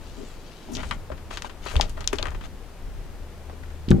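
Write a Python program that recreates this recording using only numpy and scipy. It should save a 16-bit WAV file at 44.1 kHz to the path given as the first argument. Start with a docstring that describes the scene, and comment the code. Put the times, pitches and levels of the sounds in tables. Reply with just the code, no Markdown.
"""Camera handling in a wooden cabin

Hands shift a camera in a small wooden cabin: its plastic body rumbles, rubs and clicks near the left
microphone, and close walls scatter the sound. Quiet room noise and a low hum lie underneath.
A mouse patters faintly along the wall; at the end a bump shakes the camera and its support."""
import sys
import numpy as np
from scipy import signal
from scipy.fft import rfft, irfft
from scipy.io import wavfile
from scipy.ndimage import uniform_filter1d, minimum_filter1d

SR = 44100
rng = np.random.default_rng(int(sys.argv[2]) if len(sys.argv) > 2 else 0)


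def wav_out(sig):
    """Save sig, one row per channel (or a flat mono array), as 16-bit PCM at SR to the path in sys.argv[1]."""
    wavfile.write(sys.argv[1], SR, np.round(np.clip(np.atleast_2d(sig).T, -1, 1) * 32767).astype(np.int16))


N = 176400
RING_SAMPLES = 13230
ROOM_PAN_DB = 3.5
# Modes of the plastic body. Each row: frequency in Hz, level in dB, T60 in seconds.
BODY_MODES = [(269, 3.5, 0.03), (328, 6, 0.03), (525, 3.5, 0.015), (835, 3, .019), (1117, 0.5, .02),
              (1400, -0.5, 0.013), (1810, -7, 0.012), (2600, -0.5, 0.0088), (3200, 5.5, 0.0065),
              (3600, -12.5, .017), (4460, -10.5, 0.013), (6600, 6, 0.0029)]


def undb(db):
    """Decibels to gain."""
    return 10 ** (np.asarray(db) / 20)


def unit(x):
    """Scale to rms 1."""
    return x / np.sqrt(np.mean(x ** 2) + 1e-20)


def decay(t, t60_s):
    """Exponential fall, 60 dB per t60_s."""
    return np.exp(-np.log(1000) * t / t60_s)


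def pan(db):
    """Channel gains for left minus right in dB."""
    gains = undb(np.array([[db], [-db]]) / 2)
    return gains / gains.mean()


def add(out, start_s, x):
    """Mix x in at start_s."""
    i = max(int(start_s * SR), 0)
    out[:, i:i + x.shape[-1]] += x[..., :max(N - i, 0)]


def butter(x, order, hz, kind="low"):
    """Butterworth filter."""
    return signal.sosfilt(signal.butter(order, hz, kind, fs=SR, output="sos"), x)


def band(x, low_hz, high_hz, skirt_db=-17):
    """Band-pass with a weak, broad skirt."""
    top_hz = min(max(high_hz, low_hz * 1.1), SR / 2.2)
    skirt_hz = [low_hz / 4, min(top_hz * 2.2, SR / 2.2)]
    return butter(x, 2, [low_hz, top_hz], "band") + undb(skirt_db) * butter(x, 2, skirt_hz, "band")


def colour(x, points):
    """Filter by (Hz, dB) points; 12 dB/octave roll-off below the first."""
    hz, db = np.array(points).T
    f = np.maximum(np.fft.rfftfreq(N, 1 / SR), 1)
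    gain = undb(np.interp(np.log(f), np.log(hz), db)) * np.minimum(f / hz[0], 1) ** 2
    return irfft(rfft(x) * gain, N)


def stereo_noise(count, apart_db):
    """Shared noise plus an independent part per channel at apart_db."""
    return unit(rng.standard_normal(count) + undb(apart_db) * rng.standard_normal((2, count)))


def through(x, response):
    """Convolve both channels, keeping the length."""
    return signal.fftconvolve(x, np.atleast_2d(response), axes=1)[:, :x.shape[1]]


def ring(modes):
    """Impulse response of decaying modes."""
    t = np.arange(RING_SAMPLES) / SR
    return sum(undb(db) * decay(t, t60_s) * np.cos(2 * np.pi * hz * t) for hz, db, t60_s in modes)


def hit_level(x, db):
    """Scale a hit to the energy of 2 ms at db rms."""
    return unit(x) * np.sqrt(0.002 * SR / x.shape[-1]) * undb(db)


def grip(at_s):
    """Channel gains for the finger position."""
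    # Each row: time in seconds, left minus right in dB.
    sides = [(1.4, 7.5), (1.8, 10), (2.25, 10), (3.9, 2)]
    return pan(np.interp(at_s, *np.array(sides).T))


def body_response(tick_db=32.5, top_hz=10700):
    """A tick and the brief ring of the plastic, which damps the top treble."""
    response = ring(BODY_MODES)[:RING_SAMPLES // 4]
    response[0] = response[0] / 2 + undb(tick_db)
    return butter(response, 2, top_hz)


def wall_response(bass_t60_s=0.11, treble_t60_s=0.055, rise_s=0.00053):
    """Short scatter between close wooden walls; treble dies first."""
    t = np.arange(RING_SAMPLES // 2) / SR
    noise = stereo_noise(len(t), apart_db=4)
    dull = butter(noise, 1, hz=6000)
    scatter = dull * decay(t, bass_t60_s) + (noise - dull) * decay(t, treble_t60_s)
    return unit(scatter * (1 - np.exp(-t / rise_s))) / np.sqrt(len(t))


def room(t, air_db=-47.5, diffuse_hz=3200, hum_hz=77):
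    """Quiet air, shared in the bass and diffuse in the treble, with a low hum."""
    # Each row: frequency in Hz, relative spectral density in dB.
    air_spectrum = [(71, -29), (120, -10), (150, -1.5), (267, -2), (321, -3.5), (427, -4), (524, -6),
                    (580, -7), (14400, -31.5), (16000, -42)]
    # Each row: time in seconds, level in dB.
    hum_levels = [(0, -72), (1.1, -45.5), (2.5, -48), (3.1, -45.5), (3.75, -36.5), (4, -42)]
    f = np.fft.rfftfreq(N, 1 / SR)
    diffuse_share = np.clip(0.089 + 0.4 * f ** 1.659 / (f ** 1.56 + diffuse_hz ** 1.5), 0, 1)
    shared = rfft(rng.standard_normal(N)) * np.sqrt(1 - diffuse_share)
    diffuse = rfft(rng.standard_normal((2, N))) * np.sqrt(diffuse_share)
    air = unit(colour(irfft(shared + diffuse, N), air_spectrum)) * undb(air_db)
    hum = np.sin(2 * np.pi * hum_hz * t) * undb(np.interp(t, *np.array(hum_levels).T))
    return (air + hum) * pan(ROOM_PAN_DB)


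def rumble(t):
    """The held camera trembles."""
    # Each row: time in seconds, level in dB.
    levels = [(0, -38.5), (.45, -41.5), (.62, -48), (.78, -33.5), (1.15, -36.5), (1.55, -43.5),
              (1.8, -29.5), (2.1, -33.5), (2.25, -32), (2.5, -35), (2.76, -43.5), (2.88, -33),
              (3.12, -37.5), (3.35, -41), (4, -37)]
    # Each row: frequency in Hz, relative level in dB.
    spectrum = [(12, -2.5), (22, 4), (37, 2.5), (55, -7.5), (80, -7.5), (120, -14.5), (200, -26),
                (500, -62.5)]
    tremble = unit(colour(stereo_noise(N, apart_db=-4.5), spectrum))
    return tremble * undb(np.interp(t, *np.array(levels).T)) * pan(db=3)


def stick_slip(x, t, centre_hz=706.5, drift_depth=0.11, drift_hz=2.9, repeat_gain=0.55):
    """Each catch recurs one slip later; the slip rate drifts along the stroke."""
    slip_hz = centre_hz * np.exp(drift_depth * np.sin(2 * np.pi * (drift_hz * t + rng.random())))
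    return x + repeat_gain * np.array([np.interp(t - 1 / slip_hz, t, side) for side in x])


def rubs(walls, grains_per_s=700, grain_spread_db=4.5, echo_db=-6.5):
    """Sliding skin catches in dense, uneven grains that ring the body and the walls."""
    # Each row: start in seconds, length in seconds, level in dB, low and high edge in Hz.
    strokes = [(0, 0.48, -55, 2200, 6960), (0.4, 0.66, -55.5, 2240, 6000), (0.175, 0.086, -37.5, 213, 390),
               (0.15, 0.24, -62.5, 6760, 8250), (0.677, 0.16, -36, 217, 370),
               (0.715, 0.041, -53, 6000, 13000), (0.731, 0.051, -43, 5370, 7250),
               (0.768, 0.069, -38.5, 500, 3200), (0.81, 0.17, -50.5, 1490, 10000),
               (0.717, 0.32, -39.5, 62.7, 160), (1.301, 0.077, -40.5, 680, 6000),
               (1.441, 0.044, -41.5, 200, 4930), (1.606, 0.32, -45.5, 500, 6000),
               (1.658, 0.073, -38, 1180, 4960), (1.687, 0.1, -50.5, 4500, 13000),
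               (1.73, 0.17, -36.5, 170, 594), (1.967, 0.078, -39, 273, 1950),
               (2.123, 0.062, -49, 900, 8000), (2.177, 0.15, -40.5, 195, 1900),
               (2.429, 0.048, -44.5, 490, 4840)]
    out, t, body = np.zeros((2, N)), np.arange(SR) / SR, body_response()
    for start_s, length_s, db, low_hz, high_hz in strokes:
        grain_db = grain_spread_db * np.clip(rng.standard_normal(SR), -2, 2)
        friction = stereo_noise(len(t), apart_db=-3) * undb(grain_db[(t * grains_per_s).astype(int)])
        scrape = through(stick_slip(friction, t), body)
        scrape = scrape + undb(echo_db) * through(scrape, walls)
        attack = np.clip(t / (0.1 * length_s), 0, 1)
        release = np.clip((length_s - t) / (0.34 * length_s), 0, 1)
        stroke = unit(band(scrape, low_hz, high_hz)) * attack * release
        add(out, start_s, stroke * undb(db) * grip(start_s))
    return out


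def clicks(walls, chatter_db=-11.5, chatter_s=0.0012):
    """Each contact chatters briefly, rings the body and rattles between the walls."""
    # Each row: start in seconds, level in dB, low and high edge in Hz, rattle over direct in dB.
    contacts = [(0.7514, -25.5, 3780, 6600, 1), (0.7694, -29, 2470, 5700, -11),
                (0.831, -24.5, 910, 2650, 25), (0.911, -17, 1190, 2610, 1.5), (1.117, -26.5, 490, 1980, 12),
                (1.178, -38.5, 600, 4000, 8), (1.3072, -27.5, 600, 2800, 16),
                (1.3725, -23.5, 1280, 5470, 0.5), (1.422, -26.5, 1400, 6900, -7),
                (1.4455, -24, 790, 1230, -2.5), (1.496, -33, 910, 4000, 11),
                (1.655, -39.5, 2000, 13000, -20), (1.6599, -23, 660, 1670, 32),
                (1.713, -28.5, 876, 3440, 10), (1.7564, -22.5, 600, 3130, -4), (1.765, -21, 2500, 4800, -9),
                (1.798, -15.5, 570, 950, -25), (1.811, -10.5, 2690, 6200, -7),
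                (1.895, -36.5, 3760, 14600, 2.5), (2.007, -31.5, 1200, 7200, 1),
                (2.043, -34, 1500, 4970, -3), (2.0754, -13, 3480, 6900, -11.5), (2.129, -19, 590, 1890, 7),
                (2.132, -30, 5460, 12800, -3), (2.157, -38, 3200, 7000, -12), (2.1853, -24, 2360, 5040, 0),
                (2.2276, -20.5, 2580, 4830, -11), (2.228, -24.5, 497, 1730, 2), (2.239, -32, 1160, 1420, 5),
                (2.256, -21.5, 1000, 2340, 0), (2.27, -32, 1200, 3820, -11), (2.284, -31, 885, 2970, 0),
                (2.306, -42, 1450, 7900, -9), (2.317, -34, 900, 2300, 6), (2.3481, -30.5, 596, 3200, 1),
                (2.41, -33.5, 870, 3380, 16), (3.887, -31, 2870, 5040, 0), (3.906, -28, 3470, 11900, -7),
                (3.9131, -26.5, 1280, 4300, -21), (3.917, -24, 1430, 1700, -3),
                (3.915, -20.5, 710, 855, -5)]
    out, t, body = np.zeros((2, N)), np.arange(RING_SAMPLES // 2) / SR, body_response()
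    for start_s, db, low_hz, high_hz, rattle_db in contacts:
        chatter = undb(chatter_db) * stereo_noise(len(t), apart_db=5) * np.exp(-t / chatter_s)
        direct = unit(band(through((t == 0) + chatter, body), low_hz, high_hz))
        rattle = unit(band(through(walls, body), low_hz * 0.66, high_hz))
        click = direct + undb(rattle_db) * rattle
        add(out, start_s, hit_level(click * grip(start_s), db))
    return out


def knocks(walls, push_db=26, echo_db=-5.5):
    """A padded fingertip gives a dull push; body modes in its band ring briefly."""
    # Each row: start in seconds, level in dB, low and high edge in Hz.
    taps = [(0.912, -24, 1320, 3300), (1.102, -24, 497, 637), (1.799, -21, 515, 904),
            (2.131, -23, 1690, 2830), (2.133, -16.5, 277, 474), (2.187, -28.5, 2580, 3600),
            (2.193, -24.5, 507, 650)]
    out, response = np.zeros((2, N)), ring(BODY_MODES)
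    response[0] = response[0] / 2 + undb(push_db)
    for start_s, db, low_hz, high_hz in taps:
        direct = band(response, low_hz, high_hz) * grip(start_s)
        add(out, start_s, hit_level(direct + undb(echo_db) * through(direct, walls), db))
    return out


def bumps(boom_db=-15.5, boom_t60_s=0.39):
    """Soft pushes shake the support and boom on in the wood; longer contact, duller thud."""
    # Each row: start in seconds, gain in dB, contact time in seconds.
    pushes = [(1.12, -26.5, 0.0087), (1.759, -4, 0.013), (2.216, -20.5, 0.012), (2.279, -20, .011),
              (3.8819, -24.5, 0.003), (3.906, -7, 0.0032), (3.9121, -15.5, 0.0019), (3.9281, -8.5, 0.005),
              (3.9450, -24.5, 0.0022), (3.984, -28.5, 0.0023)]
    # Camera on its support. Each row: frequency in Hz, level in dB, T60 in seconds.
    support_modes = [(39.6, -14, 0.32), (73.4, 2, 0.1), (136.4, 1.5, 0.088), (193, 2, 0.11),
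                     (230.4, 5, 0.071), (350, -7, 0.11), (420, -9, 0.067), (777, 1.5, 0.062)]
    out, t, support = np.zeros((2, N)), np.arange(RING_SAMPLES) / SR, ring(support_modes)
    for start_s, db, contact_s in pushes:
        force = np.sin(np.pi * np.minimum(t / contact_s, 1)) ** 2
        thud = signal.fftconvolve(support, force / force.sum())
        add(out, start_s, thud * undb(db) * pan(db=2.5))
    tail = stereo_noise(len(t), apart_db=7.8) * decay(t, boom_t60_s)
    boom = unit(band(tail, low_hz=223, high_hz=980)) / np.sqrt(len(t))
    return out + undb(boom_db) * through(out, boom)


def mouse(t60_s=0.061):
    """Light footfalls, blurred by the wooden walls."""
    # Each row: start in seconds, level in dB, low and high edge in Hz.
    footfalls = [(3.497, -39, 445, 1180), (3.529, -38.5, 357, 590), (3.633, -42.5, 1250, 2040),
                 (3.703, -43.5, 497, 1770)]
    out, t = np.zeros((2, N)), np.arange(RING_SAMPLES) / SR
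    for start_s, db, low_hz, high_hz in footfalls:
        noise = unit(band(stereo_noise(len(t), apart_db=6.7), low_hz, high_hz))
        add(out, start_s, noise * decay(t, t60_s) * undb(db) * pan(ROOM_PAN_DB))
    return out


def body_to_microphones(x):
    """Vibration through the body reaches the two microphones out of phase."""
    # Each row: frequency in Hz, lead of the right microphone in radians.
    phase_leads = [(30, 1.4), (70, 0.32), (140, 0.95), (260, -0.42), (500, 1.45), (1000, 0.74),
                   (4000, 0.33), (9000, -0.37)]
    lead_rad = np.interp(np.fft.rfftfreq(2 * N, 1 / SR), *np.array(phase_leads).T)
    right = irfft(rfft(x[1], 2 * N) * np.exp(1j * lead_rad))[:N]
    return np.array([x[0], right])


def scene():
    """All sources at the two microphones."""
    t, walls = np.arange(N) / SR, wall_response()
    handling = clicks(walls) + knocks(walls) + rubs(walls) + bumps()
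    return body_to_microphones(handling) + rumble(t) + mouse() + room(t)


def record(dry):
    """Fast peak limiter, then a steep low-pass."""
    ceiling, window_s, top_hz = 0.96, 0.0035, 15900
    window = int(window_s * SR) | 1
    needed_gain = np.minimum(1, ceiling / (np.abs(dry).max(axis=0) + 1e-9))
    gain = uniform_filter1d(minimum_filter1d(needed_gain, window), window)
    return signal.sosfilt(signal.ellip(10, 0.1, 90, top_hz, fs=SR, output="sos"), dry * gain)


dry = scene()
out = record(dry)
wav_out(out)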